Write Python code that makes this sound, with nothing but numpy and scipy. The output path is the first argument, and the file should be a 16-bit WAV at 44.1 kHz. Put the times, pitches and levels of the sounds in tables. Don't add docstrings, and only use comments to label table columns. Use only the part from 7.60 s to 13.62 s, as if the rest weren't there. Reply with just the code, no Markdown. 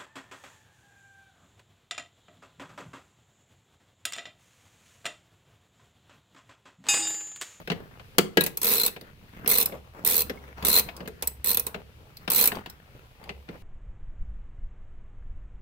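import sys
import numpy as np
from scipy import signal
from scipy.fft import rfft, irfft
from scipy.io import wavfile
from scipy.ndimage import uniform_filter1d

SR = 44100
rng = np.random.default_rng(int(sys.argv[2]) if len(sys.argv) > 2 else 0)


def to_wav(sig):
    pcm = np.clip(np.atleast_2d(sig), -1, 1) * 32767
    pcm = np.round(pcm).astype(np.int16)
    wavfile.write(sys.argv[1], SR, pcm.T)


N = 265614
FREQ_HZ = np.fft.rfftfreq(N, 1 / SR)
TIME_S = np.arange(N) / SR

# f/Hz, relative level/dB
STEEL_SPECTRUM = [(2000, -42.5), (5000, -18), (6500, -15.5), (7400, -27.5), (8800, -17), (11000, -12),
                  (13200, -10.5), (15700, -11), (17000, -16)]
SHANK_SPECTRUM = [(700, -23), (2000, -2), (3000, -10), (3550, 2.5), (4500, -2), (5500, -4.5), (7500, -5),
                  (11000, -17.5)]
MACHINE_SPECTRUM = [(60, -9.5), (130, -17), (200, 0), (340, -10.5), (470, 1), (620, -10.5), (1000, -4),
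                    (1900, -16), (2600, -5.5), (4000, -27), (8000, -19.5)]
# f/Hz, width/Hz, level above the rest/dB
HEAD_MODES = [(7960, 206, 21.5), (8570, 270, 11.5), (9700, 1400, 10), (12020, 610, 14), (12360, 1700, 6.5),
              (14630, 400, 15.5)]


def pawl():
    s, click_db, *relative_db = clicks_in_order().T
    shank_db, hollow_db, socket_db = click_db + np.array(relative_db)

    gap_s = np.diff(s, append=np.inf)
    place, luck = rng.random((2, len(s)))
    late_s = s + np.minimum(gap_s, 0.016) * (0.3 + 0.5 * place)
    chatter_db = np.minimum(shank_db - click_db + 8, -5) - 6 * luck - 12 * (gap_s > 0.02)

    snap = blows(s, click_db, t60_s=0.029, rise_s=0.0004, repeat=0.15, patchy_db=3.5)
    snap += blows(late_s, click_db + chatter_db, t60_s=0.03, rise_s=0.0004, repeat=0.06, patchy_db=5)
    rattle = blows(s, shank_db - 1.5, t60_s=0.051, rise_s=0.00035, repeat=0.062, patchy_db=5)
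    rattle += blows(late_s, shank_db + chatter_db + 3.5, t60_s=0.036, rise_s=0.0004,
                    repeat=0.04, patchy_db=4.5)
    kick = blows(s, shank_db - 4.5, t60_s=0.092, rise_s=0.0014, repeat=0.41, patchy_db=2)
    hollow = ring(s, hollow_db - 1, hz=462, t60_s=0.07, spread=0.035)
    socket = ring(s, socket_db - 2, hz=4125, t60_s=0.042, spread=0.017)

    noise = colour(snap, STEEL_SPECTRUM, HEAD_MODES)
    noise += colour(rattle, SHANK_SPECTRUM)
    noise += colour(kick, MACHINE_SPECTRUM)
    return ports(noise) + hollow + socket * amp([[2.5], [-5]])


SOCKET_HELD_DB = -18
# shank rattle level/dB, hollow note level/dB, socket ring level/dB;
# freest socket ring t/s. Levels before scatter and the trims in pawl().
BACK_SWINGS = [(1.0307, 1.2503, 21, 0.42, -0.28, 0.1, -16.5, -10.5, -11.5, 3, 1.21),
               (1.8762, 2.0263, 14, 0.17, -0.13, .22, -15.5, -13, -16, -6.5, 1.965),
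               (2.4484, 2.618, 15, 0.1, -0.038, 0.08, -15.5, -13, -15.5, -5, 2.61),
               (3.0489, 3.195, 12, .045, .257, .066, -13.5, -10.5, -35, 2, 3.14),
               (3.8436, 3.9448, 9, .22, -.085, .125, -16.5, -14.5, -23, -8, 3.89),
               (4.7012, 4.874, 14, 0.3, -0.049, -.03, -13.5, -12, -26, -6, 4.785)]
# t/s, click level/dB, shank rattle level rel. to click/dB; before the trims in pawl()
OUTER_TEETH = [(0.8082, -17, -5), (0.8377, -16.5, -12.5), (.863, -17.5, -7.5), (0.9719, -17.5, -16.5),
               (1.0154, -19, -10.5), (1.2622, -10.5, -15.5), (1.278, -23.5, -5), (2.0576, -16, -15),
               (3.6233, -20, -7.5), (3.6731, -15, -20), (3.971, -14, -10.5), (3.9959, -13.5, -20.5),
               (4.0662, -18, -13)]


def clicks_in_order():
    hollow_db = -24.5
    outer = [(*row, hollow_db, SOCKET_HELD_DB) for row in OUTER_TEETH]
    rows = np.vstack([swing(*row) for row in BACK_SWINGS] + [outer])
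    return rows[np.argsort(rows[:, 0])]


def swing(start_s, end_s, main_clicks, ease, lean, limp, click_db, rattle_db, hollow_db, ring_db, ring_s):
    ends_db, click_scatter_db = -0.5, 1.73
    free_s, ring_scatter_db = 0.047, 2.5
    count = round(main_clicks)
    k = np.arange(count)
    angle = (k + limp * (k % 2) * (k < count - 1)) / (count - 1)
    when = angle + ease * np.sin(2 * np.pi * angle) / (2 * np.pi)
    when += lean * np.sin(np.pi * angle) / np.pi
    s = start_s + (end_s - start_s) * when
    tooth, contact = rng.standard_normal((count, 2)).T
    level_db = click_db + ends_db * (2 * angle - 1) ** 2 + click_scatter_db * tooth
    free = np.exp(-0.5 * ((s - ring_s) / free_s) ** 2)
    socket_db = SOCKET_HELD_DB + (ring_db - SOCKET_HELD_DB) * free + ring_scatter_db * contact
    return np.column_stack(np.broadcast_arrays(s, level_db, rattle_db, hollow_db, socket_db))


# f/Hz, relative level/dB
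CLACK_SPECTRUM = [(350, -27.5), (700, 0), (1200, -4), (1650, 0), (2900, -3), (4200, -9), (6000, -21.5),
                  (16000, -40)]
THUD_SPECTRUM = [(40, -23.5), (100, -16), (180, 1), (290, -6.5), (460, -0.5), (640, -10), (3000, -48)]
# f/Hz, level rel. to thud entry/dB, t60/s
HOUSING_MODES = [(198.3, -9.5, .2), (313, -4.5, 0.087), (368, -1, 0.089), (463.4, 0, 0.068)]
# t/s, clack level/dB, thud level/dB, snap level/dB,
# handle ring level/dB; before the trims below
SOCKET_CLUNKS = [(0.583, -12.5, -12.5, -9, -45.5), (0.7711, -12.5, -12, -18, -13.5)]


def clunks():
    s, clack_db, thud_db, snap_db, ring_db = np.transpose(SOCKET_CLUNKS)
    snap_spectrum = [(1500, -28), (4200, 3), (15500, -1)]
    clack = blows(s, clack_db, t60_s=0.06, rise_s=0.0008, repeat=0.25, patchy_db=3.5)
    thud = blows(s, thud_db - 5, t60_s=0.1, rise_s=0.0026, repeat=0.15, patchy_db=1)
    snap = blows(s, snap_db, t60_s=0.029, rise_s=0.0006, repeat=0.1, patchy_db=1.5)
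    noise = colour(clack, CLACK_SPECTRUM) + colour(thud, THUD_SPECTRUM) + colour(snap, snap_spectrum)

    housing = sum(ring(s, thud_db + db, hz, t60_s, spread=0.021, rise_s=0.0018)
                  for hz, db, t60_s in HOUSING_MODES)
    housing += ring(s + 0.035, thud_db - 14.5, hz=163, t60_s=0.13, spread=0.019, rise_s=0.005)
    handle = ring(s, ring_db, hz=1648, t60_s=0.13, spread=0.003)
    handle += ring(s, ring_db - 2, hz=1936, t60_s=0.08, spread=0.004)
    return ports(noise) + housing + handle * amp([[2], [0]]) * [[1], [-0.5]]


# f/Hz, relative level/dB
SNAP_SPECTRUM = [(1500, -29.5), (4000, 5.5), (6500, -1), (9000, -3), (15500, 1.5)]
# t/s, clack level/dB, thud level rel. to clack/dB,
# snap level rel. to clack/dB; before the trims below
SLACK_KNOCKS = [(0.074, -30, -6, -5), (0.1, -20, -7.5, -21), (0.117, -25.5, -5.5, -7),
                (0.396, -41, -4, -13), (1.363, -34.5, -3, -10), (1.411, -44.5, 4, 11),
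                (1.86, -28.5, -6.5, -1), (2.122, -38.5, 4, -23), (2.696, -27, -3.5, 0.5),
                (3.025, -30.5, -2.5, -1.5), (3.288, -30.5, -17.5, -43), (3.365, -51, -2.5, 22),
                (3.4043, -37, 3.5, -22.5), (3.458, -43.5, 2, -19), (3.475, -34.5, -0.5, 8),
                (4.144, -30, -4, -11.5), (4.569, -50.5, -19, 19.5), (4.677, -23.5, -5, -3.5),
                (4.918, -25.5, -8.5, -18.5), (4.953, -37.5, -4, 5), (5.06, -33.5, -6.5, -4),
                (5.098, -51, -15, 21.5), (5.639, -47, -6, 6), (5.692, -28, -4, -31),
                (5.888, -37.5, -1, -22)]


def knocks():
    s, db, thud_db, snap_db = np.transpose(SLACK_KNOCKS)
    clack = blows(s, db - 1.5, t60_s=0.058, rise_s=0.0004, repeat=0.1, patchy_db=2.5)
    thud = blows(s, db + thud_db, t60_s=0.12, rise_s=0.004, repeat=0.05, patchy_db=2.5)
    snap = blows(s, db + snap_db - 6, t60_s=0.04, rise_s=0.0007, repeat=0.14, patchy_db=7)
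    noise = colour(clack, CLACK_SPECTRUM) + colour(thud, THUD_SPECTRUM) + colour(snap, SNAP_SPECTRUM)
    return ports(noise)


# f/Hz, relative level/dB
SKIN_SPECTRUM = [(60, 3), (170, 10.5), (320, 2.5), (450, 5.5), (700, -0.5), (1500, -1.5), (3500, -16),
                 (6000, -23.5), (9000, -28.5), (15500, -19)]
HISS_SPECTRUM = [(1000, 29), (2800, 3.5), (4500, 3), (7500, -13.5), (12000, -5.5), (16000, -27)]


def rub():
    slips_per_s, slip_decay_s = 60, 0.0022
    slip_size = amp(4 * np.minimum(rng.exponential(1, N), 2.5))
    slips = (rng.random(N) < slips_per_s / SR) * slip_size
    slips = signal.lfilter([1], [1, -np.exp(-1 / (slip_decay_s * SR))], slips)
    roughness = amp(2 * drift(15)) + 0.61 * unit(slips)
    z = signal.stft(rng.standard_normal((2, N)) * roughness, nperseg=512)[2]

    patches = uniform_filter1d(rng.standard_normal(z.shape[1:]), size=9, axis=0)
    patches = uniform_filter1d(patches, size=22, axis=1)
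    grain = unit(signal.istft(z * amp(3.1 * unit(patches)), nperseg=512)[1][:, :N])
    soft, dry_hiss = handling()
    return ports(colour(grain * soft, SKIN_SPECTRUM) + colour(grain * dry_hiss, HISS_SPECTRUM))


# start t/s, end t/s, rub level/dB, dry hiss level rel. to rub/dB
HAND_SLIDES = [(-.03, 0.034, -41, -46), (0.11, 0.293, -49.5, -22), (0.363, 0.523, -63.5, -12),
               (0.854, .99, -64, -19), (1.28, 1.54, -51, -34), (1.589, 1.97, -49, -35),
               (2.044, 2.219, -43.5, -38), (2.325, 2.477, -47.5, -31), (2.59, 2.96, -48, -16),
               (2.957, 3.112, -40.5, -19), (3.15, 3.485, -43.5, -32), (3.536, 3.805, -56, -15),
               (4.03, 4.227, -48.5, -7), (4.35, 4.55, -62.5, -2.5), (4.599, 4.684, -45.5, -38),
               (4.89, 5.027, -40.5, -7.5), (5.02, 5.19, -57, -5), (5.286, 5.48, -61, -1.5),
               (5.589, 5.73, -49.5, -10), (5.879, 5.996, -52.5, -6)]


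def handling():
    hold_db, arch_power = -57.5, 0.76
    soft_power, dry_power = np.full(N, amp(hold_db) ** 2), np.zeros(N)
    for start_s, end_s, db, hiss_db in HAND_SLIDES:
        during = (TIME_S > start_s) & (TIME_S < end_s)
        phase = np.pi * (TIME_S[during] - start_s) / (end_s - start_s)
        arch = abs(np.sin(phase)) ** arch_power
        soft_power[during] += (amp(db) * arch) ** 2
        dry_power[during] += (amp(db + hiss_db) * arch) ** 2
    return np.sqrt(soft_power), np.sqrt(dry_power)


def squeak():
    return ring([2.773], [-36.5], hz=2190, t60_s=0.043, spread=0.005, rise_s=0.0033)


# f/Hz, relative level/dB
AIR_SPECTRUM = [(12, -36), (20, 3.5), (130, 3.5), (228, -15), (446, -23.5), (642, -34.5), (2600, -17),
                (7520, -32), (14700, -30), (16000, -37)]
# t/s, level/dB
HUM_LEVEL = [(1.7, -66), (2.3, -49.5), (2.8, -49), (3.6, -49.5), (4.5, -57.5)]


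def workshop():
    noise = rng.standard_normal((2, N)) * amp(drift(3))
    air = unit(ports(colour(noise, AIR_SPECTRUM)))
    hum_hz = 68 + 1.4 * drift(3.5)
    hum_db = np.interp(TIME_S, *np.transpose(HUM_LEVEL)) + 5 * drift(10)
    return amp(-54.5) * air + amp(hum_db) * np.sin(2 * np.pi * np.cumsum(hum_hz) / SR)


# f/Hz, t60/s
ROOM_DECAY = [(150, 0.47), (1500, 0.28), (6000, 0.24), (15000, 0.2)]


def room(x):
    build_up_s = 0.0058
    hz, t, z = signal.stft(rng.standard_normal((2, SR // 2)), SR, nperseg=256)
    decay = np.exp(-np.log(1000) * t / read(ROOM_DECAY, hz)[:, None])
    tail = signal.istft(z * decay, SR, nperseg=256)[1]
    tail = tail * (1 - np.exp(-np.arange(tail.shape[1]) / (build_up_s * SR)))
    return signal.fftconvolve(x, tail / np.linalg.norm(tail[0]), axes=1)[:, :N]


# f/Hz, left-right level/dB
PORT_BALANCE = [(200, -1), (500, 0.7), (900, 3.5), (2200, 6.5), (3500, 4), (4600, 6.5), (6200, -1.5),
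                (9500, -0.5), (11500, -3.5), (14500, -6)]
# f/Hz, correlation (-1 to 1)
PORT_LIKENESS = [(40, 0.67), (150, 0.98), (450, 0.61), (750, 0.57), (1500, -0.5), (3000, -0.055)]


def ports(x):
    a, b = rfft(x)
    alike = np.clip(read(PORT_LIKENESS, FREQ_HZ), -1, 1)
    tilt = amp(read(PORT_BALANCE, FREQ_HZ) / 2)
    left = a * tilt
    right = (alike * a + np.sqrt(1 - alike ** 2) * b) / tilt
    return irfft(np.array([left, right]), N)


def blows(times_s, levels_db, t60_s, rise_s, repeat, patchy_db, size=8192):
    out, t = np.zeros((2, N)), np.arange(size) / SR
    same, share = rng.standard_normal((2, size)), np.clip(repeat, 0, 1)
    shape = unit((1 - np.exp(-t / rise_s)) * np.exp(-np.log(1000) * t / t60_s))
    shape *= np.sqrt(t60_s * SR / size / np.log(1e6))
    for s, db in zip(times_s, levels_db):
        shake = np.sqrt(share) * same + np.sqrt(1 - share) * rng.standard_normal((2, size))
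        patches = signal.resample(rng.standard_normal(size // 128), size // 2 + 1)
        patchy = irfft(rfft(shake) * amp(patchy_db * patches))
        add(out, s, amp(db) * shape * unit(patchy))
    return out


def ring(times_s, levels_db, hz, t60_s, spread, rise_s=0.0013, size=16384):
    out, t = np.zeros((1, N)), np.arange(size) / SR
    shape = (1 - np.exp(-t / rise_s)) * np.exp(-np.log(1000) * t / t60_s)
    for s, db, shift in zip(times_s, levels_db, rng.standard_normal(len(times_s))):
        add(out, s, amp(db) * shape * np.sin(2 * np.pi * hz * (1 + spread * shift) * t))
    return out


def colour(x, points, peaks=(), size=4096):
    hz = abs(np.fft.fftfreq(size, 1 / SR))
    power = 1 + sum((amp(db) ** 2 - 1) / (1 + (2 * (hz - f) / width) ** 2) ** 2
                    for f, width, db in peaks)
    log_gain = np.log(amp(read(points, hz)) * np.sqrt(abs(power)))
    taps = np.fft.ifft(np.exp(np.conj(signal.hilbert(log_gain)))).real[:size // 2]
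    return signal.oaconvolve(x, taps[None] / np.linalg.norm(taps), axes=1)[:, :N]


def drift(rate_hz):
    return unit(irfft(rfft(rng.standard_normal(N)) * np.exp(-(FREQ_HZ / rate_hz) ** 2), N))


def amp(db):
    return 10 ** (np.asarray(db) / 20)


def unit(x):
    return x / np.sqrt(np.mean(x ** 2) + 1e-20)


def read(points, hz):
    f, value = np.transpose(points)
    return np.interp(np.log(hz + 1), np.log(f + 1), value)


def add(mix, s, sound):
    part = mix[:, max(round(s * SR), 0):][:, :sound.shape[-1]]
    part += sound[..., :part.shape[1]]


def scene():
    clicks, bumps = pawl(), clunks() + knocks()
    reflections = room(amp(-15.5) * clicks + amp(-14.5) * bumps)
    return clicks + bumps + reflections + squeak() + rub() + workshop()


def record(dry):
    edge_hz = 15850
    taps = signal.firwin(401, edge_hz, window=("kaiser", 8), fs=SR)
    return signal.oaconvolve(dry, taps[None], "same")


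dry = scene()
out = record(dry)
to_wav(out)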